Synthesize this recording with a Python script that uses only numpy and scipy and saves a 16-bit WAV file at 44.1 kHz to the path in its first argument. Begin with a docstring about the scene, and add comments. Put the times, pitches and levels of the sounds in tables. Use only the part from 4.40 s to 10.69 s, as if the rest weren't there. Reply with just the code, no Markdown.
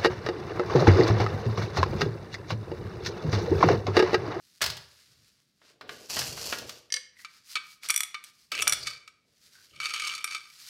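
"""Weaving on a wooden floor loom in a small room, with soft strokes of hands, cloth and yarn throughout.
First the beater falls back and chatters against the frame, a burst of knocks that ring like wood.
Then the treadles shift the shafts: the frame shudders and the warp rustles, made from grains of noise.
A pale shuttle clacks onto the cloth; hollow hulls knock while loose bobbins rattle on their spindles.
Last, a shuttle is pushed through the shed and scrapes along the race, made from many tiny ringing taps."""
import sys
import numpy as np
from scipy import signal
from scipy.fft import rfft, irfft, next_fast_len
from scipy.io import wavfile
from scipy.ndimage import map_coordinates

SR = 44100
rng = np.random.default_rng(int(sys.argv[2]) if len(sys.argv) > 2 else 0)


def store_wav(level_fs):
    """Save 16-bit WAV to argv[1]."""
    pcm = np.round(np.clip(np.atleast_2d(level_fs), -1, 1) * 32767)
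    wavfile.write(sys.argv[1], SR, pcm.T.astype(np.int16))


N = 277389  # length in samples

# The notes a shuttle's hollow hull rings with.
# Each row: frequency in Hz, relative strength in dB, time to fade by 60 dB in seconds.
HULL_MODES = [(1224.6, -8.5, 0.14), (1296, -1, 0.046), (1549, -18.5, 0.21), (2253, -4.5, 0.12),
              (2331, 3, 0.047), (2580, -11, 0.091), (3005, -11.5, 0.073), (3607, -10, 0.076),
              (4124, -11.5, 0.067), (4526, 4.5, 0.023), (5570, -5.5, 0.026), (6480, -7.5, 0.042),
              (8130, -7, 0.014)]
# The colour of the crack when shuttle wood is hit. Each row: frequency in Hz, relative level in dB.
WOOD_CRACK = [(60, -36), (450, -5.5), (800, -27.5), (1200, 5.5), (2500, 6.5), (5000, 5), (9500, -0.5),
              (12000, -10), (15500, -21)]


def loom():
    """The frame knocks, shudders and rubs at its joints while warp threads pluck past the heddles in clumps."""
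    # Blows from beater, treadles, shafts and shuttle.
    # Each row: start in seconds, relative level in dB, treble over body in dB.
    frame_knocks = [(0.207, -39.5, -11), (1.216, -57.5, -33), (1.41, -41, -13), (1.492, -34, -13.5),
                    (1.767, -30, -16), (1.816, -32, -14), (1.975, -39.5, -19), (2.125, -26, -13),
                    (2.185, -36.5, 28), (2.293, -35, 6.5), (4.117, -31.5, -0.5), (4.271, -26.5, -7.5),
                    (4.325, -25.5, 12)]
    # The notes of the frame.
    # Each row: frequency in Hz, relative strength in dB, time to fade by 60 dB in seconds.
    frame_modes = [(392.4, -17, 0.13), (601.5, -6.5, 0.057), (1171, -1, 0.028), (1421, -4.5, 0.078),
                   (1572, -4, 0.02), (1663, 5.5, 0.019), (1903, -16, 0.18), (3175, -11, 0.016),
                   (4540, -8, 0.031), (5160, -14.5, 0.16)]
    # The colour of the frame's crack. Each row: frequency in Hz, relative level in dB.
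    frame_crack = [(40, -12.5), (90, -5), (250, -4), (600, 1), (1500, 6.5), (5000, -2.5), (7000, -12),
                   (10000, -16.5), (15000, -19.5)]
    # Loads that set the frame shuddering and its joints rubbing.
    # Each row: start in seconds, length in seconds, relative shudder in dB, relative rubbing in dB.
    loads = [(.21, 0.095, -40.5, -56), (0.647, 0.16, -64, -79), (1.22, 0.11, -74, -68.5),
             (1.411, 0.16, -59.5, -50), (1.751, 0.17, -42, -46.5), (2.0, 0.25, -50.5, -49.5),
             (4.115, 0.14, -55.5, -50.5), (4.231, 0.21, -51, -61.5), (4.83, 0.55, -75.5, -79.5),
             (5.31, 0.033, -53, -67), (5.42, 0.34, -71, -70)]
    # Moves of the shafts, which drag the warp through the heddles.
    # Each row: start in seconds, length in seconds, relative level in dB.
    shaft_moves = [(1.47, 0.49, -55), (1.69, 0.087, -35.5), (1.76, 0.1, -34), (1.96, 0.17, -38),
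                   (2.25, 0.078, -51.5)]
    # The colours of rubbing joints, heddles and shudder. Each row: frequency in Hz, relative level in dB.
    rub_colour = [(70, -21), (150, -4.5), (400, 6.5), (620, 4), (850, -9), (1300, -16.5), (2200, -13),
                  (3500, -11), (7000, -41.5)]
    heddle_colour = [(700, -9), (1400, -9.5), (2200, -12.5), (2700, -3), (3600, -8.5), (4400, 0),
                     (5500, -0.5), (7000, -5), (9000, -11), (13000, -12.5), (15200, -18), (16000, -32)]
    boom_colour = [(35, -22.5), (48, -10.5), (60, -1), (76, 3), (100, 1.5), (130, 3), (175, -7),
                   (300, -28.5), (600, -74)]

    blows = knocks(beater() + frame_knocks, frame_modes, frame_crack, crack_db=4.5, crack_t60=0.058)

    # the heavy frame is slow to start
    shudder_loads = [(s, length, db) for s, length, db, _ in loads]
    sway = efforts(shudder_loads, rise_s=0.039, fall_db_per_s=118.5)
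    shudder = sway * coloured(rng.standard_normal(N), boom_colour)

    catching = amp(2.4 * wobble(rate=68))  # uneven grip, shared by joints and heddles
    rub_loads = [(s, length, db) for s, length, _, db in loads]
    strain = efforts(rub_loads, rise_s=0.005, fall_db_per_s=96)
    rubbing = strain * catching * coloured(grains(rate=990, spread_db=2.0), rub_colour)

    drag = efforts(shaft_moves, rise_s=0.015, fall_db_per_s=154)
    heddles = drag * catching * coloured(grains(rate=2600, spread_db=5), heddle_colour)
    return amp(-0.5) * blows + amp(-2.5) * rubbing + amp(-0.5) * heddles + amp(-4.5) * shudder


def beater(count=7):
    """The beater chatters on the frame at growing gaps, getting thinner, and weaker once its weight settles."""
    start_s, level_db, first_treble_db = 0.2145, -24, -5.5
    first_gap_s, gap_growth = 0.0042, 1.745  # each gap is longer than the last by this factor
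    settle_s, fade_db_per_s = 0.04, 143.5
    thinning_db, treble_limit_db = 4, 7.5  # treble gained per contact, and its limit
    k = np.arange(count)
    delay = first_gap_s * (gap_growth ** k - 1) / (gap_growth - 1)
    fade_db = fade_db_per_s * np.maximum(delay - settle_s, 0)
    treble_db = np.minimum(first_treble_db + thinning_db * k, treble_limit_db)
    return list(zip(start_s + delay, level_db - fade_db, treble_db))


def shuttles():
    """Hulls knock and rock, bobbins bounce on their spindles, and the pale shuttle clacks on the cloth."""
    # Knocks on a hull, and clacks of the pale shuttle as it is laid on the cloth.
    # Each row: start in seconds, relative level in dB, treble over body in dB.
    hull_knocks = [(2.847, -34, -8), (3.154, -21, -6.5), (3.167, -25, -19), (3.4969, -20, -11),
                   (3.7435, -29, -14), (4.118, -25.5, -5.5), (4.217, -30, -8), (4.2713, -21, -23.5),
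                   (4.4701, -23.5, 0.5), (4.676, -40.5, -4.5), (5.401, -26.5, -8), (5.4555, -23.5, -1.5),
                   (5.537, -24.5, 2.5), (5.597, -26.5, -4), (5.649, -32.5, 8), (5.672, -28, 25),
                   (5.749, -30, 32), (5.842, -27, -26), (5.947, -26.5, -3.5)]
    pale_clacks = [(2.502, -46, -3), (2.5225, -23, 15), (2.5395, -22.5, 8), (2.5595, -37.5, 2),
                   (2.563, -29.5, 19), (2.568, -32, -9)]
    # A jolted bobbin hits its spindle, flies and lands again.
    # Each row: start in seconds, relative level in dB, treble over body in dB, flight in seconds.
    bobbin_jolts = [(.2185, -24.5, 13, 0.0022), (3.433, -40, -4.5, 0.028), (3.487, -28, 8, 0.0029),
                    (3.5025, -17.5, 7.5, 0.0055), (3.5406, -27.5, 1.5, 0.0037), (3.561, -17.5, 10.5, 0.015),
                    (3.605, -21, 2, .028), (3.839, -41, 5.5, 0.0054), (4.2215, -20, 0, .004),
                    (4.277, -14.5, 8, .018), (4.323, -17.5, 3.5, .009), (5.842, -26.5, 9, 0.0027)]
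    # The notes of a bobbin and of the pale shuttle.
    # Each row: frequency in Hz, relative strength in dB, time to fade by 60 dB in seconds.
    bobbin_modes = [(1298, -28, 0.21), (2268, 8, 0.01), (2964, -13.5, .035), (3425, -4, 0.028),
                    (4750, -30.5, 0.038), (5740, -1.5, 0.028), (5795, -2.5, 0.022), (7830, -4, 0.024),
                    (9030, -11, 0.064), (9140, 2, 0.021), (9730, -12, 0.008), (11480, -17.5, 0.031),
                    (11450, -15.5, 0.0094), (13420, -3.5, 0.014)]
    pale_modes = [(503, -28, 0.23), (1118, -20, 0.058), (1752, -5.5, 0.065), (1830, 2.5, 0.012),
                  (2156, -2.5, 0.077), (3080, 8, 0.0064), (4000, -11.5, 0.051), (4750, 2.5, 0.023),
                  (5004, -13, 0.016), (5400, -10, .03), (5770, -1.5, 0.022), (6080, -3.5, 0.03),
                  (8440, -3, 0.013)]
    # The colour of the bobbin's crack. Each row: frequency in Hz, relative level in dB.
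    bobbin_crack = [(60, -36), (700, -8.5), (1300, 5), (4000, 2.5), (9000, 7), (12500, 2), (14500, -8),
                    (16000, -24)]
    rock_s, rock_loss_db = 0.007, 12.5  # after a knock the hull rocks onto its other end
    landing_loss_db, landing_treble_db = 5, 1  # the landing is weaker, with slightly more treble

    rocks = [(s + rock_s, db - rock_loss_db, treble) for s, db, treble in hull_knocks]
    hull = knocks(hull_knocks + rocks, HULL_MODES, WOOD_CRACK, crack_db=-1.0, crack_t60=0.05)

    jolts = [(s, db, treble) for s, db, treble, _ in bobbin_jolts]
    landings = [(s + flight, db - landing_loss_db, treble + landing_treble_db)
                for s, db, treble, flight in bobbin_jolts]
    bobbin = knocks(jolts + landings, bobbin_modes, bobbin_crack, crack_db=-2.0, crack_t60=0.021)

    pale = knocks(pale_clacks, pale_modes, WOOD_CRACK, crack_db=-7.5, crack_t60=0.039)
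    return amp(-3.5) * hull + amp(-1.6) * bobbin + amp(-0.1) * pale


def sliding(count=10):
    """The hull trips over threads and reed wires at several points, each ringing it differently."""
    # Pushes that slide a shuttle along the race, after which it coasts to rest.
    # Each row: start in seconds, length in seconds, relative level in dB.
    pushes = [(4.115, 0.075, -38), (4.44, 0.061, -43.5), (5.33, 0.078, -53.5), (5.4, 0.34, -36),
              (5.86, 0.065, -37.5)]
    scrape = np.zeros(N)
    for _ in range(count):
        weight = amp(4.9 * wobble(rate=55))  # the weight shifts from point to point
        taps = weight * grains(rate=62, spread_db=3.5)
        hull_ring = ring(HULL_MODES, WOOD_CRACK, crack_db=1.5, crack_t60=0.02)
        scrape += signal.fftconvolve(taps, hull_ring)[:N]
    roughness = amp(-25.0 + 8.4 * wobble(rate=190))
    friction = roughness * coloured(grains(rate=520, spread_db=10.0), WOOD_CRACK)
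    motion = efforts(pushes, rise_s=0.015, fall_db_per_s=138.5)
    return amp(0.5) * motion * (scrape / rms(scrape) + friction)


def chafing(sharpness=11):
    """Dry wood rubs: quick uneven slips keep one resonance of the wood ringing."""
    # Rubs with a narrow, chattering pitch.
    # Each row: peak time in seconds, half length in seconds, level in dB, pitch in Hz.
    chafes = [(2.81, 0.06, -56.5, 1990), (4.18, 0.033, -30, 2615), (4.219, 0.013, -40, 6940),
              (4.475, 0.061, -41.5, 4620), (5.198, 0.057, -61, 1550), (5.6, 0.16, -40, 2970)]
    slips = amp(3.9 * wobble(rate=90)) * grains(rate=900, spread_db=4.5)
    out = np.zeros(N)
    for s, half, db, centre_hz in chafes:
        tone = signal.lfilter(*signal.iirpeak(centre_hz, sharpness, SR), slips)
        out += amp(db) * stroke(s, half) * tone / rms(tone)
    return out


def handling():
    """Each stroke swells and fades as fibres slip past each other, with an odd thread ticking."""
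    # Soft strokes of hands, cloth and unwinding yarn.
    # Each row: peak time in seconds, half length in seconds, level in dB, tilt in dB per octave.
    scuffs = [(0.082, 0.9, -65.5, 1.5), (.6, 0.25, -67, -1.5), (0.882, 0.021, -64.5, 0.5),
              (0.995, 0.024, -79.5, -6), (1.281, 0.049, -58.5, -3.5), (2.808, 0.035, -54.5, 2.5),
              (2.957, 0.078, -61, -1), (3.11, 0.037, -44.5, 1.5), (3.301, 0.061, -55, 1.5),
              (3.454, 0.022, -40.5, -1.5), (3.864, 0.031, -57.5, -1.5), (3.983, 0.099, -62.5, 1.5),
              (5.163, 0.19, -57.5, 1), (6.32, 0.24, -51, 1)]
    # The colour of yarn before tilting. Each row: frequency in Hz, relative level in dB.
    yarn_colour = [(200, -27), (800, -21.5), (1300, -8.5), (2100, -6.5), (3200, -6.5), (4700, 0),
                   (7200, -9), (12500, -15), (16000, -21.5)]
    ticks = amp(-12.5) * grains(rate=55, spread_db=9.5)
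    fibres = amp(2.2 * wobble(rate=39)) * (grains(rate=3200, spread_db=2) + ticks)
    out = np.zeros(N)
    for s, half, db, tilt in scuffs:
        tilted = [(hz, level + tilt * np.log2(hz)) for hz, level in yarn_colour]
        out += amp(db) * stroke(s, half) * coloured(fibres, tilted)
    return out


def room(x):
    """The room's diffuse answer is fading noise; its mids linger longest and the high treble dies sooner."""
    # How long the room rings. Each row: frequency in Hz, time to fade by 60 dB in seconds.
    room_t60 = [(100, 0.13), (500, 0.55), (2000, 0.47), (5000, 0.41), (9000, 0.29), (15000, 0.23)]
    hz, t, z = signal.stft(rng.standard_normal(SR), SR, nperseg=256)
    fade = amp(-60 * t / along(room_t60, hz)[:, None])
    tail = signal.istft(z * fade, SR, nperseg=256)[1]
    tail_t = np.arange(len(tail)) / SR
    tail *= 1 - np.exp(-(tail_t / 0.0067) ** 2)  # the first walls are a few metres off
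    return signal.fftconvolve(x, tail / np.linalg.norm(tail))[:N]


def quiet_air():
    """The quiet room's own steady hush, made from coloured noise."""
    # The colour of the hush. Each row: frequency in Hz, relative level in dB.
    air_colour = [(30, -11.5), (90, -4.5), (200, -3.5), (900, -22.5), (4500, -17.5), (9000, -29),
                  (16000, -37.5)]
    return amp(-75.5) * coloured(rng.standard_normal(N), air_colour)


def knocks(events, modes, crack, crack_db, crack_t60):
    """Blows on one object; each event sets how much of its attack is treble (harder contacts have more)."""
    out = np.zeros(N + SR)
    attack = SR // 200  # levels are set over the first 5 ms
    low = signal.butter(4, 4000, "low", fs=SR, output="sos")
    high = signal.butter(4, 4000, "high", fs=SR, output="sos")
    for s, db, treble_db in events:
        hit = ring(modes, crack, crack_db, crack_t60)
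        body, treble = signal.sosfilt(low, hit), signal.sosfilt(high, hit)
        hit = body / rms(body[:attack]) + amp(treble_db) * treble / rms(treble[:attack])
        out[round(s * SR):][:len(hit)] += amp(db) * hit / rms(hit[:attack])
    return out[:N]


def ring(modes, crack, crack_db, crack_t60, snap_db=7, snap_t60=0.0051):
    """One contact: the modes at new strengths, plus dense upper modes that snap and then die away."""
    t = np.arange(SR // 4) / SR
    hz, db, t60 = np.transpose(modes)[:, :, None]
    size, detune, phase = rng.standard_normal((3, len(modes), 1))
    pitch = hz * (1 + 0.009 * detune)
    tones = amp(db + 2 * size - 60 * t / t60) * np.sin(2 * np.pi * (pitch * t + phase))
    fade = amp(-60 * t / crack_t60) + amp(snap_db - 60 * t / snap_t60)
    burst = amp(crack_db) * fade * coloured(rng.standard_normal(len(t)), crack)
    spread = 1 - np.exp(-(t / 0.001) ** 2)  # the ringing takes a moment to spread through the wood
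    return (tones.sum(0) + burst) * spread


def efforts(moves, rise_s, fall_db_per_s):
    """Gain of (start, length, dB) moves: each builds up, holds for its length and dies away."""
    power = np.zeros(N)
    for s, length, db in moves:
        t = np.maximum(np.arange(N) / SR - s, 0)
        level = amp(db - fall_db_per_s * np.maximum(t - length, 0))
        power += (level * (1 - np.exp(-t / rise_s))) ** 2
    return np.sqrt(power)


def stroke(s, half):
    """A smooth swell that peaks at s seconds."""
    return np.exp(-((np.arange(N) / SR - s) / half) ** 2)


def wobble(rate):
    """A smooth random curve, rate knots a second."""
    knots = rng.standard_normal(4096)
    return map_coordinates(knots, [np.arange(N) * rate / SR], mode="wrap")


def grains(rate, spread_db):
    """Tiny random contacts of uneven size, about rate of them a second, at rms 1."""
    happens = rng.random(N) < rate / SR
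    sign = rng.choice([-1, 1], N)
    size = amp(spread_db * np.clip(rng.standard_normal(N), -2, 2))
    x = happens * sign * size
    return x / rms(x)


def coloured(x, spectrum):
    """x filtered by the given (Hz, dB) spectrum, at rms 1."""
    y = filtered(x, lambda hz: amp(along(spectrum, hz)))
    return y / rms(y)


def filtered(x, response):
    """x times a response of frequency."""
    m = next_fast_len(len(x) + 8192)  # spare room so the end does not wrap onto the start
    return irfft(rfft(x, m) * response(np.fft.rfftfreq(m, 1 / SR)), m)[:len(x)]


def along(points, hz):
    """(Hz, value) points read on a log frequency axis."""
    f, v = np.transpose(points)
    return np.interp(np.log(hz + 1), np.log(f), v)


def amp(db):
    """Decibels to gain."""
    return 10 ** (np.asarray(db) / 20)


def rms(x):
    """Root mean square, the average strength of x."""
    return np.sqrt(np.mean(x ** 2) + 1e-20)


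def scene():
    """The shuttles are close by; the loom's works lie deeper in the room, so they get more of its echo."""
    far = loom()
    near = shuttles() + sliding() + chafing() + handling()
    echo = amp(-8.5) * room(far) + amp(-12.5) * room(near)
    return (far + near + echo + quiet_air())[None]


def record(dry):
    """The microphone rolls off the deep bass, and a steep band limit cuts the highest treble."""
    low_hz, top_hz = 48.7, 15800

    def response(hz):
        bass = hz ** 4 / np.hypot(hz ** 4, low_hz ** 4)
        top = 1 / np.hypot(1, (hz / top_hz) ** 120)
        return bass * top

    return filtered(dry[0], response)[None]


dry = scene()
out = record(dry)
store_wav(out)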